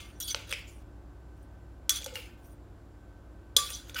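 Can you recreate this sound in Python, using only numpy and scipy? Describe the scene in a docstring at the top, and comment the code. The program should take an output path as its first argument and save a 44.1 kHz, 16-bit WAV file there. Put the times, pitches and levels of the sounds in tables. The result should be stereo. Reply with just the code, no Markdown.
"""A metal spoon knocks against and scrapes along the wall of a clay mortar in a small quiet kitchen.
Over a steady appliance hum it first rubs, then knocks and scrapes in quick turn. After a lull come a faint rub,
a bright blow at 1.9 s with more knocks and rubbing, a pause, then a hard blow at 3.57 s and scraping up to 4 s.
Blows ring damped modes of spoon, clay and hollow; random grains ring the same modes and hiss as grit."""
import sys
import numpy as np
from scipy import signal
from scipy.fft import rfft, irfft
from scipy.io import wavfile

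SR = 44100
rng = np.random.default_rng(int(sys.argv[2]) if len(sys.argv) > 2 else 0)


def volts_from_db(level):
    """Convert decibel levels to linear amplitude ratios."""
    exponent = np.asarray(level, float) / 20
    return 10 ** exponent


def transcribe(u):
    """Save the signal u as a 16-bit wav file named by the first command-line argument.

    u: samples, shape (n,) or (channels, n), limited to [-1, 1]; the rate is SR.
    q: integer samples, one column per channel.
    """
    v = np.clip(np.atleast_2d(u).T, -1, 1)
    q = np.round(v * 32767).astype(np.int16)
    wavfile.write(sys.argv[1], SR, q)


N = 176400

# Mortar modes. Each row: pitch in Hz, relative level in dB, undamped t60 in seconds.
MORTAR_MODES = [(1460, -4, 0.035), (1810, -8, 0.021), (2222, -5, 0.04), (2330, -4, 0.03), (2510, -3, .03),
                (2715, -3.5, .03), (2870, -4, 0.03), (3090, -3.5, .03), (3400, -5, .02), (3720, -1.5, 0.02),
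                (4150, -6, .02), (5230, -13, .02), (6200, -7, .025)]


def rms_one(x):
    """Scale to rms 1."""
    return x / np.sqrt(np.mean(x ** 2) + 1e-20)


def cut(x, hz, kind):
    """Second-order Butterworth low-, high- or band-pass design."""
    return signal.sosfilt(signal.butter(2, hz, kind, fs=SR, output="sos"), x)


def wander(hz):
    """Chance low-passed at hz, rms 1."""
    return rms_one(cut(rng.standard_normal(N), hz, "low"))


def quiet_air():
    """Kitchen air: white noise shaped in frequency, interpolated over log pitch."""
    level_db = -57
    # Noise spectrum. Each row: frequency in Hz, relative density in dB per Hz.
    air_curve = np.array([(65, -28.5), (110, -6.5), (233, -12.5), (346, -11.5), (483, -19.5), (536, -14.5),
                          (595, -18), (674, -18), (1520, -27), (2080, -35), (7400, -45.5), (16000, -51)])
    hz = np.maximum(np.arange(N // 2 + 1) * SR / N, 1)
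    shape = volts_from_db(np.interp(np.log(hz), np.log(air_curve[:, 0]), air_curve[:, 1]))
    return volts_from_db(level_db) * rms_one(irfft(rfft(rng.standard_normal(N)) * shape, N))


def appliance_hum():
    """Appliance tones: narrow bands of noise, their level swings compressed to the square root."""
    # Each row: pitch in Hz, level in dB rms, full width at half amplitude in Hz.
    hum_rows = [(49.6, -54, 17), (61.2, -52, 0.38), (83.9, -62.5, 9), (98, -58, 7.9), (294, -64, 19),
                (345.4, -67.5, 4.2), (1535, -74, 3.22), (7320, -89, 36)]
    hz = np.maximum(np.arange(N // 2 + 1) * SR / N, 1)
    out = np.zeros(N)
    for tone_hz, db, width_hz in hum_rows:
        line = 1 / (1 + ((hz - tone_hz) / width_hz * 2) ** 2)
        analytic = signal.hilbert(irfft(rfft(rng.standard_normal(N)) * line, N))
        out += volts_from_db(db) * rms_one(np.imag(analytic) / np.abs(analytic) ** 0.5)
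    return out


def kitchen(x):
    """Diffuse room tail: dying noise, the treble dying sooner."""
    tail_db, split_hz, rise_s = -14, 2730, 0.005
    low_t60_s, high_t60_s, high_db = 0.48, 0.22, -5.5
    t = np.arange(SR * 3 // 4) / SR
    noise = rng.standard_normal((2, len(t)))
    low = cut(noise[0], split_hz, "low") * volts_from_db(-60 * t / low_t60_s)
    high = cut(noise[1], split_hz, "high") * volts_from_db(high_db - 60 * t / high_t60_s)
    tail = (low + high) * np.clip(t / rise_s, 0, 1) ** 2
    return volts_from_db(tail_db) * signal.fftconvolve(x, tail / np.sqrt(np.sum(tail ** 2)))[:N]


def wall_ring():
    """A close pair of wall modes in opposite phase: the tone swells, dips and returns fainter."""
    ring_hz, split_hz, t60_s = 1168, 8.8, 0.34
    # Each row: start in seconds, level in dB before beat and decay.
    ring_rows = [(0.0, -53), (1.89, -44), (3.565, -25)]
    out = np.zeros(N)
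    for s, db in ring_rows:
        t = np.maximum(np.arange(N) / SR - s, 0)
        beat = np.sin(np.pi * split_hz * t)
        out += volts_from_db(db - 60 * t / t60_s) * np.sin(2 * np.pi * ring_hz * t) * beat
    return out


def singing():
    """Single modes of spoon or mortar left free: sines dying away, fluttering under the grip."""
    flutter_depth_db, flutter_hz = 3.5, 45
    # Each row: start in seconds, pitch in Hz, starting level in dB before flutter, t60 in seconds.
    sing_rows = np.array([(0.0, 2130, -57.5, 0.4), (0.0, 3060, -53.5, 0.27), (0.0, 3390, -54, 0.22),
                          (.206, 3388, -44.5, 0.78), (1.8945, 3403, -24, 0.15), (2.156, 2830, -35, 0.12),
                          (2.156, 2340, -52, .25), (3.5655, 4963, -32.5, 0.2), (3.5655, 7200, -28, 0.11)])
    s, hz, db, t60 = sing_rows.T[:, :, None]
    t = np.maximum(np.arange(N) / SR - s, 0)
    flutter_db = flutter_depth_db * np.array([wander(flutter_hz) for _ in sing_rows])
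    return np.sum(volts_from_db(db + flutter_db - 60 * t / t60) * np.sin(2 * np.pi * hz * t), axis=0)


def squeaks():
    """The edge catches and one band of spoon or hollow swells: narrow noise under a half-sine."""
    width = 0.07  # share of the pitch
    # Each row: start in seconds, length in seconds, pitch in Hz, level in dB rms before the swell.
    squeak_rows = [(0.221, .018, 5620, -41), (0.276, 0.028, 4670, -39.5), (.297, 0.036, 6070, -36.5),
                   (0.495, 0.034, 555, -47), (2.095, .12, 495, -51), (0.667, 0.048, 7060, -60),
                   (1.962, 0.041, 6250, -46), (3.7, 0.035, 9600, -47), (3.728, 0.035, 5970, -40.5),
                   (3.941, 0.013, 6130, -43.5)]
    out = np.zeros(N)
    for s, length_s, hz, db in squeak_rows:
        noise = rng.standard_normal(SR // 5)
        swell = np.sin(np.pi * np.clip(np.arange(len(noise)) / SR / length_s, 0, 1))
        band = cut(noise, [hz * (1 - width / 2), hz * (1 + width / 2)], "band")
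        wave = volts_from_db(db) * swell * rms_one(band)
        start = int(s * SR)
        out[start:start + len(noise)] += wave[:N - start]
    return out


def spoon_modes():
    """Spoon modes as rows of pitch in Hz, relative level in dB, undamped t60 in seconds."""
    # One pitch in Hz per mode.
    spoon_pitches_hz = [3230, 3385, 3505, 3750, 4000, 4500, 4680, 4963, 5730, 5912, 6130, 6610, 7100, 8200,
                        8825, 9200, 10100, 11700, 12730, 13540, 14310, 15200]
    # Each row: relative level in dB, undamped t60 in seconds.
    spoon_decays = [(-1.5, 0.035), (6, 0.054), (-3.5, 0.076), (-3.5, 0.062), (-3.5, 0.029), (-6, 0.081),
                    (-16, .08), (-13.5, .16), (-4, .07), (-2.5, 0.079), (-5, 0.092), (-7.5, 0.12),
                    (-11, 0.044), (-14, 0.046), (-4, 0.076), (-5.5, 0.049), (-26.5, 0.018), (-20, 0.025),
                    (-3, 0.056), (-13.5, 0.046), (-10.5, 0.033), (-18, .04)]
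    return [(hz, db, t60) for hz, (db, t60) in zip(spoon_pitches_hz, spoon_decays)]


def rubbed(modes, low, high, damping, grains, shift_percent):
    """Grains into one group's resonators, each drifting in pitch and fading on its own; rms 1."""
    pitch_wander_percent, pitch_wander_hz = 0.45, 10  # contact and grip pull the modes about
    level_wander_db, level_wander_hz = 5, 12
    treble_damp_hz = 10000  # above this a mode broadens fast
    out = 0
    for hz, db, t60 in modes:
        if low <= hz < high:
            bend = 1 + (shift_percent + pitch_wander_percent * wander(pitch_wander_hz)) / 100
            turn = np.exp(2j * np.pi * hz / SR * np.cumsum(bend))
            r = volts_from_db(-60 * (1 + (hz / treble_damp_hz) ** 2) / (t60 * damping * SR))
            push = grains * volts_from_db(db + level_wander_db * wander(level_wander_hz))
            # one-pole decay in a frame turning at the mode's pitch
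            out = out + np.real(turn * signal.lfilter([1], [1, -r], push / turn + 1e-18))
    return rms_one(out)


def rub_grains():
    """Sparse random impulses of uneven size with a slight level flutter."""
    grains_per_s, flutter_db, flutter_hz = 5500, 0.5, 61.4
    hits = rng.random(N) < grains_per_s / SR
    return volts_from_db(flutter_db * wander(flutter_hz)) * hits * rng.standard_normal(N)


def rubbing():
    """Dense grains under each stroke excite the modes of both bodies and hiss as grit."""
    touch_s, lift_s = 0.006, 0.003  # fade in and out of a stroke
    spoon_damping = 0.6  # share of the spoon's t60 left in contact
    # One list per stroke; the point of contact decides which groups speak. Each row: time in seconds,
    # spoon level in dB in four groups low to high, mortar level in dB in two groups low to high.
    stroke_rows = [
        [(0.0, -40, -42, -68, -58, -40, -33), (0.012, -49.5, -55, -60, -66, -64, -57),
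         (0.116, -68, -69.5, -69, -78, -67, -64), (0.156, -69, -74, -80, -87, -73, -89),
         (0.194, -77, -75, -63, -77, -72, -86), (0.196, -67, -64, -47, -63, -67.5, -79)],
        [(0.203, -40, -41.5, -30.5, -44, -53, -67), (0.234, -44.5, -38, -49, -41, -69, -70),
         (0.248, -44, -65, -43, -62, -69, -72), (0.272, -48, -50, -48, -51, -68, -73),
         (0.284, -38, -39, -40.5, -42, -60, -66), (0.292, -46, -46, -40, -55, -63, -67),
         (0.314, -36, -40, -55, -50, -54, -53), (0.334, -60, -79, -48, -50, -53, -57),
         (0.338, -47, -51, -61.5, -57, -55, -65)],
        [(0.355, -43, -37, -63.5, -63, -56, -60), (0.366, -45, -54, -68, -71, -76, -47.5),
         (0.434, -57, -60.5, -85, -85, -91, -55.5), (0.468, -60, -64, -85, -76, -63, -67),
         (0.476, -53.5, -65, -57, -69, -57, -59), (0.492, -53, -60, -63, -65, -64, -57),
         (0.518, -36, -51, -38, -52, -44, -44.5), (0.521, -50, -46, -57.5, -47.5, -45, -35)],
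        [(0.53, -41, -57, -48, -50, -40, -28), (0.549, -51, -61, -58, -70, -68, -40.5),
         (0.591, -54, -65, -59, -64, -80, -47), (0.633, -59, -69, -72, -81, -79, -56),
         (0.663, -70, -70, -86.5, -75, -82, -57), (0.683, -60, -60, -63.5, -68, -85, -59),
         (0.761, -75, -70.5, -67, -76, -86, -70.5), (0.83, -76, -76, -77, -79, -92, -78)],
        [(1.364, -83, -83.5, -73, -80, -85, -79), (1.414, -95, -84, -99, -87, -81, -92),
         (1.428, -84, -79, -71, -76, -89, -88), (1.46, -95.5, -96, -87, -94.5, -71, -84)],
        [(1.9, -29, -24, -40, -45, -39, -50), (1.922, -39, -37, -40, -50, -50, -53),
         (1.938, -35.5, -41, -44, -53, -60, -47), (1.972, -36.5, -35.5, -41.5, -52, -48.5, -50),
         (1.994, -46, -53, -54, -63, -58, -55), (2.02, -45, -50, -61, -70, -62, -80),
         (2.032, -53, -50, -65, -68, -60, -47), (2.04, -46, -49, -59, -56, -63, -58)],
        [(2.07, -40, -49, -62, -61, -41, -47), (2.076, -53, -60, -68, -71, -60, -50),
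         (2.134, -60, -62, -76, -75, -64, -57.5), (2.148, -53, -52, -52, -61, -57, -55),
         (2.17, -50.5, -64, -53, -52, -42.5, -42), (2.24, -62, -64, -66, -70, -88, -57),
         (2.29, -68, -70, -71, -74, -62, -63.5), (2.36, -85, -87, -91, -88, -89, -70.5)],
        [(2.37, -79, -77, -80, -75.5, -73.5, -74), (2.428, -78, -80, -75, -78, -83, -77),
         (2.458, -74, -71, -67, -65, -83, -70), (2.474, -80, -73, -66, -65, -82, -79),
         (2.494, -75, -72, -73, -75, -82, -84), (2.53, -80, -77, -72, -71, -84, -88),
         (2.57, -85.5, -90.5, -91, -88, -78.5, -86)],
        [(3.58, -38, -41, -31, -53, -32, -36), (3.597, -38, -36, -40, -51, -53, -46.5),
         (3.689, -44, -49, -50.5, -60, -56, -53), (3.701, -59, -46, -48, -46, -50, -49),
         (3.725, -41.5, -45, -51, -59, -62.5, -59.5), (3.867, -63, -65, -71, -79, -65.5, -65),
         (3.893, -59, -60, -76, -59, -59, -64), (3.933, -62, -75, -68, -80, -68, -65),
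         (3.94, -55, -58, -63, -62, -58, -61)],
        [(3.955, -49, -62, -62, -64.5, -37, -42), (3.969, -46, -62, -51, -56, -38.5, -41),
         (3.975, -55, -57, -49, -58, -40, -42), (3.991, -44, -69, -50, -41, -35.5, -32.5),
         (4.0, -48, -48, -51, -48, -37, -40)],
    ]
    # Toneless grit against ringing spoon modes, in dB per stroke.
    spoon_grit_db = [-13, -14, -18, 4, 4, -8.5, 1, -1.5, -4.5, 7]
    # Hiss of the clay against its modes, in dB per stroke.
    clay_hiss_db = [7, -7, 9, 18, .1, 2.5, -5, 6, 1, -6.5]
    # Shift of the mortar modes by pressure on the wall, in percent per stroke.
    wall_shift_percent = [-3, 0.74, -2.9, -2, -0.8, 2.7, -1.4, .1, 1.6, 3.1]
    # Edges of the spoon's mode groups, in Hz.
    spoon_edges_hz = [3200, 5200, 7600, 11000, 16000]
    # Edges of the mortar's mode groups, in Hz.
    mortar_edges_hz = [1250, 2050, 3250]

    time = np.arange(N) / SR
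    push = np.zeros((6, N))
    spoon_share, clay_share, shift = np.ones(N), np.ones(N), np.zeros(N)
    for rows, grit_db, clay_db, percent in zip(stroke_rows, spoon_grit_db, clay_hiss_db, wall_shift_percent):
        s, *levels_db = np.transpose(rows)
        on = (time >= s[0]) & (time <= s[-1])
        fade = np.clip(np.minimum((time[on] - s[0]) / touch_s, (s[-1] - time[on]) / lift_s), 0, 1)
        push[:, on] = volts_from_db(np.array([np.interp(time[on], s, db) for db in levels_db])) * fade
        spoon_share[on], clay_share[on], shift[on] = volts_from_db(grit_db), volts_from_db(clay_db), percent

    grains = rub_grains()
    grit = rms_one(grains) + rng.standard_normal(N)
    groups = [(spoon_modes(), low, high, spoon_damping, spoon_share, 0)
              for low, high in zip(spoon_edges_hz, spoon_edges_hz[1:])]
    groups += [(MORTAR_MODES, low, high, 1, clay_share, shift)
               for low, high in zip(mortar_edges_hz, mortar_edges_hz[1:])]
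    out = np.zeros(N)
    for level, (modes, low, high, damping, share, moved) in zip(push, groups):
        hiss = rms_one(cut(cut(grit, [low, high], "band"), low, "high"))
        tones = cut(rubbed(modes, low, high, damping, grains, moved), low * 0.9, "high")
        out += level * (tones + share * hiss) / np.sqrt(1 + share ** 2)
    return out


def struck(modes, t, tilt_db, damping, chance):
    """Damped sines of one body after a blow, scaled by their summed power; chance varies each mode."""
    pivot_hz, scatter_db, detune_percent = 6000, 2, 0.6
    hz, db, t60 = np.array(modes).T[:, :, None]
    count = len(hz)
    start_db = db + tilt_db * np.log2(hz / pivot_hz) + scatter_db * chance[:count, None]
    gain = volts_from_db(start_db - 60 * t / (t60 * damping))
    hz = hz * (1 + detune_percent / 100 * chance[count:2 * count, None])
    sign = np.sign(chance[::-1][:count, None])
    wave = np.sum(gain * np.sin(2 * np.pi * hz * t) * sign, axis=0)
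    return wave / np.sqrt(2 * np.sum(gain[:, 0] ** 2))


def crack(t):
    """Short bright crack of a blow: dying noise, band-passed."""
    level_db, t60_s, low_hz, high_hz = -10, 0.05, 3007, 10800
    noise = rng.standard_normal(len(t)) * volts_from_db(level_db - 60 * t / t60_s)
    return cut(cut(noise, [low_hz, high_hz], "band"), low_hz, "high")


def knock(t):
    """Dry click of clay: very short dying noise, band-passed."""
    level_db, t60_s, low_hz, high_hz = 0.5, 0.0029, 1282, 4900
    return cut(rng.standard_normal(len(t)) * volts_from_db(level_db - 60 * t / t60_s), [low_hz, high_hz], "band")


def blows():
    """Each blow: a crack and spoon modes, a click and mortar modes, the thump of the hollow."""
    contact_s, thump_rise_s = 0.00025, 0.0014
    clay_held = 0.3  # share of the mortar's t60 left by the steadying hand
    thump_held = 0.67  # share of the hollow's t60
    # Each row: start in seconds, spoon level in dB, mortar level in dB, spoon brightness in dB per octave,
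    # hollow thump level in dB, share of the spoon's t60 left by the grip.
    blow_rows = [(0.2015, -23.5, -68, 12, -63, 0.39), (0.3464, -27, -11.5, -12, -29.5, 0.37),
                 (0.493, -37.5, -43, 7, -43, 0.41), (0.526, -23.5, -11, -5, -33.5, 0.33),
                 (1.8939, -5, -20.5, 6, -44.5, 0.2), (2.015, -38, -51, -9, -42.5, 0.26),
                 (2.0428, -26.5, -55, 3, -55, 0.49), (2.0615, -26.5, -24.5, 5, -27.5, 0.27),
                 (2.1476, -40, -58, 2.5, -44, 0.27), (2.156, -31, -20.5, 13, -34.5, 0.35),
                 (3.5652, -2.5, -25.5, -0.5, -26, 0.57), (3.7024, -28, -47, 5, -40.5, 0.26),
                 (3.896, -37, -33, 1, -46, 0.31), (3.9453, -33.5, -29.5, 4, -38.5, 0.61)]
    # How strongly each blow wakes the belly modes of the mortar, in dB.
    belly_gains_db = [5, -3.5, .1, 11, -1.5, .1, -2, -8, 5, 2, -15, 9, 0, -7]
    # Lower and upper limit of the belly modes, in Hz.
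    belly_limits_hz = [2050, 3250]
    # Air and body of the hollow. Each row: pitch in Hz, relative level in dB, undamped t60 in seconds.
    thump_modes = [(495, -1, 0.09), (549.7, -2.5, 0.09), (865, -7, 0.069)]

    t = np.arange(SR // 2) / SR
    contact = (1 - np.exp(-t / contact_s)) ** 2
    thump_rise = 1 - np.exp(-t / thump_rise_s)
    out = np.zeros(N + len(t))
    for (s, spoon_db, mortar_db, tilt_db, thump_db, grip), belly_db in zip(blow_rows, belly_gains_db):
        chance = rng.standard_normal((2, 48))
        clay = [(hz, db + belly_db * (min(belly_limits_hz) < hz < max(belly_limits_hz)), t60)
                for hz, db, t60 in MORTAR_MODES]
        spoon = struck(spoon_modes(), t, tilt_db, grip, chance[0]) + crack(t)
        mortar = struck(clay, t, 0, clay_held, chance[1]) + knock(t)
        thump = struck(thump_modes, t, 0, thump_held, chance[1, ::-1]) * thump_rise
        start = int(s * SR)
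        out[start:start + len(t)] += volts_from_db(spoon_db) * spoon * contact
        out[start:start + len(t)] += volts_from_db(mortar_db) * mortar + volts_from_db(thump_db) * thump
    return out[:N]


def scene():
    """Spoon work, its room tail, free rings and the background, alike in both channels."""
    background = quiet_air() + appliance_hum()
    work = blows() + rubbing() + squeaks()
    return np.tile(work + kitchen(work) + singing() + wall_ring() + background, (2, 1))


def roll_off(x):
    """The treble ends steeply here."""
    return signal.sosfilt(signal.butter(12, 16810, fs=SR, output="sos"), x)


def record(dry):
    """The microphone loses the deepest bass; a steep low-pass cuts the top."""
    mic_low_hz, top_hz = 30.02, 16800
    mic = cut(cut(dry, mic_low_hz, "high"), mic_low_hz, "high")
    low_pass = signal.cheby2(12, 60, top_hz, fs=SR, output="sos")
    return roll_off(signal.sosfilt(low_pass, mic))


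dry = scene()
out = record(dry)
transcribe(out)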